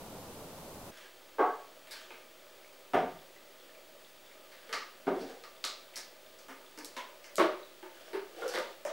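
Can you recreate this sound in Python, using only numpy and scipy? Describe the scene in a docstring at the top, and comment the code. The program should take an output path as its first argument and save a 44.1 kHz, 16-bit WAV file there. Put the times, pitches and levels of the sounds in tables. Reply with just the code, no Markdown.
"""A plastic tub is put on a dining table, turned, and its lid pried off with pops, cracks and scrapes.
Each knock makes parts of the tub and table ring, and the room echoes it. Before that a wooden tray is
set down. Ventilation drones and a camera whines faintly. The first second is outdoors, in fine rain
with a far rumble (stereo); then the sound cuts to the dining room (mono)."""
import sys
import numpy as np
from scipy import signal
from scipy.fft import rfft, irfft, next_fast_len
from scipy.io import wavfile
from scipy.ndimage import map_coordinates

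SR = 44100
rng = np.random.default_rng(int(sys.argv[2]) if len(sys.argv) > 2 else 0)


def store_wav(level_fs):
    """Save 16-bit WAV to argv[1]."""
    pcm = np.round(np.clip(np.atleast_2d(level_fs), -1, 1) * 32767)
    wavfile.write(sys.argv[1], SR, pcm.T.astype(np.int16))


N = 393372
TIME = np.arange(N) / SR
KNOCK_SAMPLES = 2 ** 15  # length of one knock with its echo
KNOCK_HZ = np.fft.rfftfreq(KNOCK_SAMPLES, 1 / SR)

# how the tub's base, hollow and thin edge ring: (pitch [Hz], width [Hz], level [dB])
TUB_BASE = [(357.5, 90, 0), (394, 85, -5.5), (462, 56, 1)]
TUB_HOLLOW = [(515.5, 64, 4.2), (615.5, 47, -0.9), (726, 127, 1.5)]
TUB_EDGE = [(7500, 5000, 0), (13000, 9000, -9)]


def tub_parts():
    """The six stiff parts, low to high. They ring at the same pitches whatever hits them."""
    # how the table, tub wall and rim ring: (pitch [Hz], width [Hz], level [dB])
    table = [(70, 28, -13), (181, 23, -12.5), (278.5, 90, 11.5)]
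    wall = [(890, 115, 6.5), (1074, 126, -8), (1202, 105, 4), (1445, 284, -3.5)]
    rim = [(1750, 380, 9.6), (2120, 380, 6.4), (2930, 1550, 1.8)]
    return [ringing(part) for part in (table, TUB_BASE, TUB_HOLLOW, wall, rim, TUB_EDGE)]


def part_levels(db, hardness):
    """A level for each stiff part: a harder knock favours the high ones."""
    # middle of table, base, hollow, wall, rim and edge: (pitch [Hz])
    middles = [270, 410, 610, 1100, 2000, 8000]
    return db + hardness * np.log2(np.divide(middles, middles[2]))


def tub_landings():
    """The tub lands: its parts, lid and lip ring, and the whole table top thuds."""
    # (time [s], tub [dB], hardness [dB/octave], thud [dB], lid [dB], lid pitch [Hz], lip [dB])
    landings = [(2.935, -22.5, 1.3, -37.5, -24.5, 723, -48), (2.973, -34, 0.3, -47, -26.5, 645, -59),
                (5.069, -25.5, -2.5, -44, -27.5, 377, -65), (5.205, -42.5, -5.5, -54, -46, 278, -47.5)]
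    # the table top's thud: (pitch [Hz], width [Hz], level [dB])
    thud = [(60, 38, -8), (166.3, 52, 1)]
    # boost for each stiff part: (level [dB])
    mix = [-2.5, 0.5, 1, -2.5, -9.5, -38]
    out, parts = np.zeros(N), tub_parts()
    for start, db, hardness, thud_db, lid_db, lid_hz, lip_db in landings:
        levels = [*(part_levels(db, hardness) + mix), thud_db, lid_db, lip_db]
        rings = parts + [ringing(thud), lid_note(lid_hz), lip_note(hz=4540)]
        add_knock(out, start, levels, rings, swell_s=0.0048, echo_db=11)
    return out


def lid_pops():
    """The lid flexes and drums, at a different pitch each time it bends."""
    # (time [s], tub [dB], hardness [dB/octave], lid [dB], lid pitch [Hz], overtone [dB],
    #  overtone pitch [Hz], lip [dB], lip pitch [Hz], echo [dB])
    pops = [ (2.106, -48, 2, -58, 576, -45, 2420, -64, 3300, 3.5),
            (4.693, -50, 5, -41, 445, -57, 1110, -56, 3870, 4),
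            (6.484, -46.5, 4, -46.5, 269, -51, 401, -54, 5460, 10),
            (6.776, -48.5, 4.5, -43, 300, -53, 453, -45.5, 4900, 6.5),
            (7.382, -23.5, -0.8, -16.5, 593, -20.5, 1120, -39, 3620, 7.5),
            (7.398, -28, 2.5, -20, 357, -29, 1130, -40, 3630, 6),
            (7.828, -50.5, 3.5, -43, 350, -50, 886, -80, 3110, 3.5),
            (8.080, -55, -1, -47, 630, -62, 1080, -64, 4600, 6),
            (8.132, -39, 2.7, -25.5, 395.5, -64, 912, -48, 4000, 10.5),
            (8.421, -41, -2, -28.5, 501, -33, 1406, -56, 3260, 5),
            (8.538, -34.5, 0, -44, 417, -33, 1990, -38.5, 3900, 9),
            (8.575, -33.5, 0.6, -28, 537, -43, 1126, -46, 3520, 0.5),
            (8.851, -39.5, 2.4, -26, 601, -59, 1740, -43, 5830, 6),
            (8.883, -55, -.6, -31.5, 600, -59, 1130, -47, 3350, 15)]
    # boost for each stiff part: (level [dB])
    mix = [-13, 0, -1.5, 0, -5, -26.5]
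    out, parts = np.zeros(N), tub_parts()
    for start, db, hardness, lid_db, lid_hz, over_db, over_hz, lip_db, lip_hz, echo_db in pops:
        levels = [*(part_levels(db, hardness) + mix), lid_db, over_db, lip_db]
        rings = parts + [lid_note(lid_hz), overtone(over_hz), lip_note(lip_hz)]
        swell_s = 0.0052 * amp(0.4 * echo_db)  # a louder echo swells for longer
        add_knock(out, start, levels, rings, swell_s, echo_db)
    return out


def lip_cracks():
    """The lid's lip breaks free with a crack that rings the tub's wall."""
    # (time [s], tub [dB], hardness [dB/octave], wall note [dB], wall pitch [Hz], lip [dB],
    #  lip pitch [Hz], edge [dB], echo [dB])
    cracks = [ (1.872, -52, 0, -55, 654, -58, 3350, -60, 5),
              (1.910, -50, 2, -50, 622, -38.5, 4500, -46.5, 12),
              (4.519, -60.5, 6.5, -75, 1210, -54, 4240, -66, 8),
              (4.728, -33, 1.8, -33.5, 1230, -32, 4300, -60, 7),
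              (5.438, -48.5, 0, -48.5, 1180, -48, 4200, -71.5, 3),
              (5.641, -38, -0.1, -38.5, 1216, -28.5, 3970, -61, 3),
              (5.966, -43.5, 0.5, -67, 1230, -41, 5530, -47.5, 5),
              (6.966, -35.5, -1.5, -34.5, 976, -44.5, 3370, -56, 8),
              (7.243, -54.5, 4, -74, 1200, -48, 5200, -69, 7)]
    # boost for each stiff part but the edge: (level [dB])
    mix = [-14.5, -12, -6, -5, 0]
    out, parts = np.zeros(N), tub_parts()
    for start, db, hardness, wall_db, wall_hz, lip_db, lip_hz, edge_db, echo_db in cracks:
        levels = [*(part_levels(db, hardness)[:-1] + mix), edge_db, wall_db, lip_db]
        rings = parts + [overtone(wall_hz), lip_note(lip_hz)]
        add_knock(out, start, levels, rings, swell_s=0.0027, echo_db=echo_db)
    return out


def lip_snaps():
    """The lip slips over the rim with a small, bright snap."""
    # (time [s], lip [dB], lip pitch [Hz], edge [dB], echo [dB])
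    snaps = [(5.650, -38, 6500, -49, 1), (5.937, -49, 2400, -63, 8), (5.958, -37, 4960, -52, 9),
             (5.976, -46, 5500, -50, -2), (6.388, -53.5, 5700, -69, 6), (6.788, -49, 5800, -57, -2),
             (6.847, -43.5, 4870, -46.5, -3), (6.856, -49, 6170, -52, 0), (6.968, -46.5, 6030, -65, 4),
             (7.357, -43, 4400, -41.5, -3), (7.366, -38, 6100, -51, 9), (8.48, -41, 5460, -51, 6),
             (8.489, -45, 5100, -60, 4), (8.551, -44, 4100, -60, -1), (8.587, -43.5, 4600, -50, 0)]
    out = np.zeros(N)
    for start, lip_db, lip_hz, edge_db, echo_db in snaps:
        rings = [lip_note(lip_hz), ringing(TUB_EDGE)]
        add_knock(out, start, [lip_db, edge_db], rings, swell_s=0.0015, echo_db=echo_db)
    return out


def lid_note(hz):
    """The lid rings briefly, like a small drum."""
    return ringing([(hz, 0.17 * hz, 0)])


def overtone(hz):
    """A further note of the plastic: the higher it is, the faster it dies."""
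    return ringing([(hz, 0.13 * hz * (hz / 1000), 0)])


def lip_note(hz):
    """The bent lip: a broad crack with a slightly narrower ring on top."""
    return ringing([(hz, 0.61 * hz, 0)]) + ringing([(hz, 0.44 * hz, -7)])


def rubbing():
    """Grainy friction drums on the tub and scratches on the table cover."""
    # (start [s], full from [s], full until [s], end [s], drum [dB], scratch [dB])
    strokes = [(.86, 0.923, 1.08, 1.07, -76, -60.5), (1.9, 1.925, 1.99, 2.23, -71, -57),
               (4.17, 4.297, 4.33, 4.3, -80, -66), (4.47, 4.554, 4.63, 4.7, -78, -65),
               (4.62, 4.74, 4.72, 5, -66, -54), (5.101, 5.164, 5.25, 5.52, -50.5, -60),
               (7.9, 7.946, 8.1, 8.17, -68, -63.5), (8.25, 8.41, 9.7, 8.5, -48, -55),
               (8.467, 8.56, 8.13, 8.75, -42, -42)]  # times out of order make the level jump
    # tone of the scratch: (pitch [Hz], level [dB])
    scratch_tone = [(530, -32), (900, -5), (1110, -6), (1760, 1.5), (2080, -6.5), (2790, -4), (3290, -4),
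                    (15000, -23.5)]
    fade_db = [-25.5, 0, 0, -25.5]
    fades = amp([np.interp(TIME, row[:4], fade_db, left=-200, right=-200) for row in strokes])
    drum_db, scratch_db = np.transpose(strokes)[4:]
    # slow sticking and slipping, plus a fine grain
    grains = rng.standard_normal(N) * amp(1.6 * wobble(45) + 4 * wobble(500))
    drum = unit(filtered(grains, lambda hz: ringing(TUB_BASE + TUB_HOLLOW, hz)))
    scratch = unit(filtered(grains, lambda hz: amp(along(scratch_tone, hz))))
    rubs = drum * (amp(drum_db) @ fades) + scratch * (amp(scratch_db) @ fades)
    return signal.fftconvolve(rubs, room(echo_db=0, swell_s=0.0014))[:N]


def ticks():
    """Fingernails and the slack rim tick: very short notes with little echo."""
    # (time [s], level [dB], pitch [Hz])
    taps = [(2.396, -49, 3540), (2.6467, -45.5, 2270), (3.19, -46, 3500), (3.3639, -51, 2010),
            (3.6013, -47, 3400), (3.693, -52, 1720), (3.7502, -47, 2320), (4.0477, -47, 3500),
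            (4.2652, -49, 3520), (4.3142, -46, 2270), (5.5648, -47, 3530), (5.881, -48, 3500),
            (6.2644, -47, 3560), (6.6646, -48, 3530), (7.632, -42.5, 3880), (7.673, -48, 3480),
            (7.9727, -47, 1630), (8.054, -56, 1670)]
    out, t = np.zeros(N + SR), np.arange(SR // 50) / SR
    for start, db, hz in taps:
        tick = amp(db) * np.sin(2 * np.pi * hz * t) * np.exp(-t * hz / 6.8)
        out[round(start * SR):][:len(t)] += tick
    return signal.fftconvolve(out, room(echo_db=-5, swell_s=0.002))[:N]


def tray():
    """The wooden tray lands on one edge, rocks, then lies flat."""
    # how the wood rings: (pitch [Hz], width [Hz], level [dB])
    wood = [(306, 100, -2.5), (427, 89, 6), (654, 220, -1.5), (726.6, 35, 8), (846, 160, 5),
            (1119, 58, 8.5), (1280, 180, -3), (1595, 210, -8.5), (2020, 260, -15.5), (2750, 1300, -35),
            (4150, 1900, -39)]
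    # (time [s], level [dB], echo swell [s])
    landings = [(1.384, -19, 0.0064), (1.393, -16.5, 0.0057), (1.42, -31, 0.017)]
    out = np.zeros(N)
    for start, db, swell_s in landings:
        add_knock(out, start, [db], [ringing(wood)], swell_s, echo_db=12.5)
    return out


def add_knock(out, start, levels_db, rings, swell_s, echo_db):
    """Add one knock to out: each part rings at its own relative level, and the room answers."""
    spectra = unit(np.array(rings) * rfft(room(echo_db, swell_s)))
    knock = amp(25) * irfft(amp(levels_db) @ spectra, KNOCK_SAMPLES)
    first = round(start * SR)
    out[first:first + KNOCK_SAMPLES] += knock[:N - first]


def room(echo_db, swell_s):
    """The room's answer to a click: the direct sound, then an echo that swells and dies away."""
    # (pitch [Hz], time to fade by 60 dB [s])
    fade_times = [(60, 0.75), (200, 0.31), (600, 0.41), (1500, 0.43), (4000, 0.46), (12000, 0.21)]
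    hz, t, noise = signal.stft(rng.standard_normal(KNOCK_SAMPLES), SR, nperseg=256)
    fade = amp(-60 * t / along(fade_times, hz)[:, None])
    echo = signal.istft(noise * fade, SR, nperseg=256)[1][:KNOCK_SAMPLES]
    echo *= 1 - np.exp(-np.arange(KNOCK_SAMPLES) / SR / swell_s)
    echo *= amp(echo_db) / np.linalg.norm(echo)
    echo[rng.integers(8, 120, size=3)] += rng.uniform(-.55, .55, size=3)  # bounces off table and tub
    echo[0] = .85  # direct sound
    return echo


def room_background():
    """Throbbing ventilation, a steady hiss of air and the thin whine of camera electronics."""
    # how the ventilation rings: (pitch [Hz], width [Hz], level [dB])
    vents = [(364, 45, -11), (518.4, 91, 2), (576.3, 20, 5.5), (628.5, 45, 5.5), (1238, 190, -8)]
    # tone of the hiss: (pitch [Hz], level [dB])
    air_tone = [(12, -50), (20, -8), (27, -18.5), (162, -14), (292, -4.5), (317, -6), (355, 1.5), (456, -6),
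                (524, -11), (797, -5), (969, -8), (3500, -9), (3800, -11), (12000, -20), (15800, -16.5)]
    # electronic tones: (pitch [Hz], level [dB])
    tones = [(4540, -77.5), (3110, -80), (4780, -81.5)]
    whistle = (15719, -68.5)  # one more, very high
    drone = unit(filtered(rng.standard_normal(N), lambda hz: ringing(vents, hz)))
    drone *= amp(-62 + 1.2 * wobble(8.9))
    whine = sum(np.sqrt(2) * amp(db) * np.sin(2 * np.pi * hz * TIME) for hz, db in [*tones, whistle])
    return amp(-57.8) * hiss(air_tone)[0] + drone + whine


def rain_and_rumble():
    """Fine rain hisses differently left and right; a far rumble is the same on both sides."""
    # tone of each noise: (pitch [Hz], level [dB])
    rain_tone = [(12, -35), (20, -2), (181, -3), (482, -4), (554, -4), (13400, -6), (15800, -7.5)]
    rumble_tone = [(12, -38), (20, -2), (47, -5.5), (205, -0.5), (373, -3), (532, -0.5), (947, -6),
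                   (1480, -16), (1760, -22.5), (4000, -23.5), (5200, -29), (8800, -120)]
    rumble = amp(-48.5 + 0.45 * wobble(15)) * hiss(rumble_tone)
    return rumble + amp(-53) * hiss(rain_tone, channels=2)


def ringing(notes, hz=KNOCK_HZ):
    """A filter that rings at the given notes; wider notes die sooner. Squaring steepens each peak."""
    return sum((-1) ** k * amp(db) * (1j * hz * width / (pitch ** 2 - hz ** 2 + 1j * hz * width)) ** 2
               for k, (pitch, width, db) in enumerate(notes))


def hiss(tone, channels=1):
    """Noise with the given tone and an average power of 1."""
    return unit(filtered(rng.standard_normal((channels, N)), lambda hz: amp(along(tone, hz))))


def filtered(x, response):
    """Scale each frequency in x by response(hz)."""
    size = next_fast_len(N + SR)
    return irfft(rfft(x, size) * response(np.fft.rfftfreq(size, 1 / SR)), size)[..., :N]


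def wobble(rate):
    """A smooth curve through rate random values a second."""
    return map_coordinates(rng.standard_normal(int(N * rate / SR) + 4), [TIME * rate])


def along(points, hz):
    """Read between (pitch, value) points, with octaves evenly spaced."""
    pitches, values = np.transpose(points)
    return np.interp(np.log(hz + 1), np.log(pitches + 1), values)


def unit(x):
    """Scale each row to an average power of 1."""
    return x / np.sqrt(np.mean(np.abs(x) ** 2, axis=-1, keepdims=True) + 1e-30)


def amp(db):
    """Turn decibels into a multiplier."""
    return 10 ** (np.asarray(db) / 20)


def scene():
    """A moment of rain, then a quick cut to the dining room."""
    cut_s = [.905, .907, .94]
    outside = np.interp(TIME, cut_s, [1, .35, 0]) * rain_and_rumble()
    handling = tray() + tub_landings() + lid_pops() + lip_cracks() + lip_snaps() + ticks() + rubbing()
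    handling = filtered(handling, lambda hz: (1j * hz / (45 + 1j * hz)) ** 2)  # less bass below 45 Hz
    inside = np.interp(TIME, cut_s, [0, .9, 1]) * (handling + room_background())
    return outside + inside


def record(dry):
    """Add a tiny constant offset and remove the very highest treble."""
    return filtered(dry + .0007, lambda hz: hz < 15790)


dry = scene()
out = record(dry)
store_wav(out)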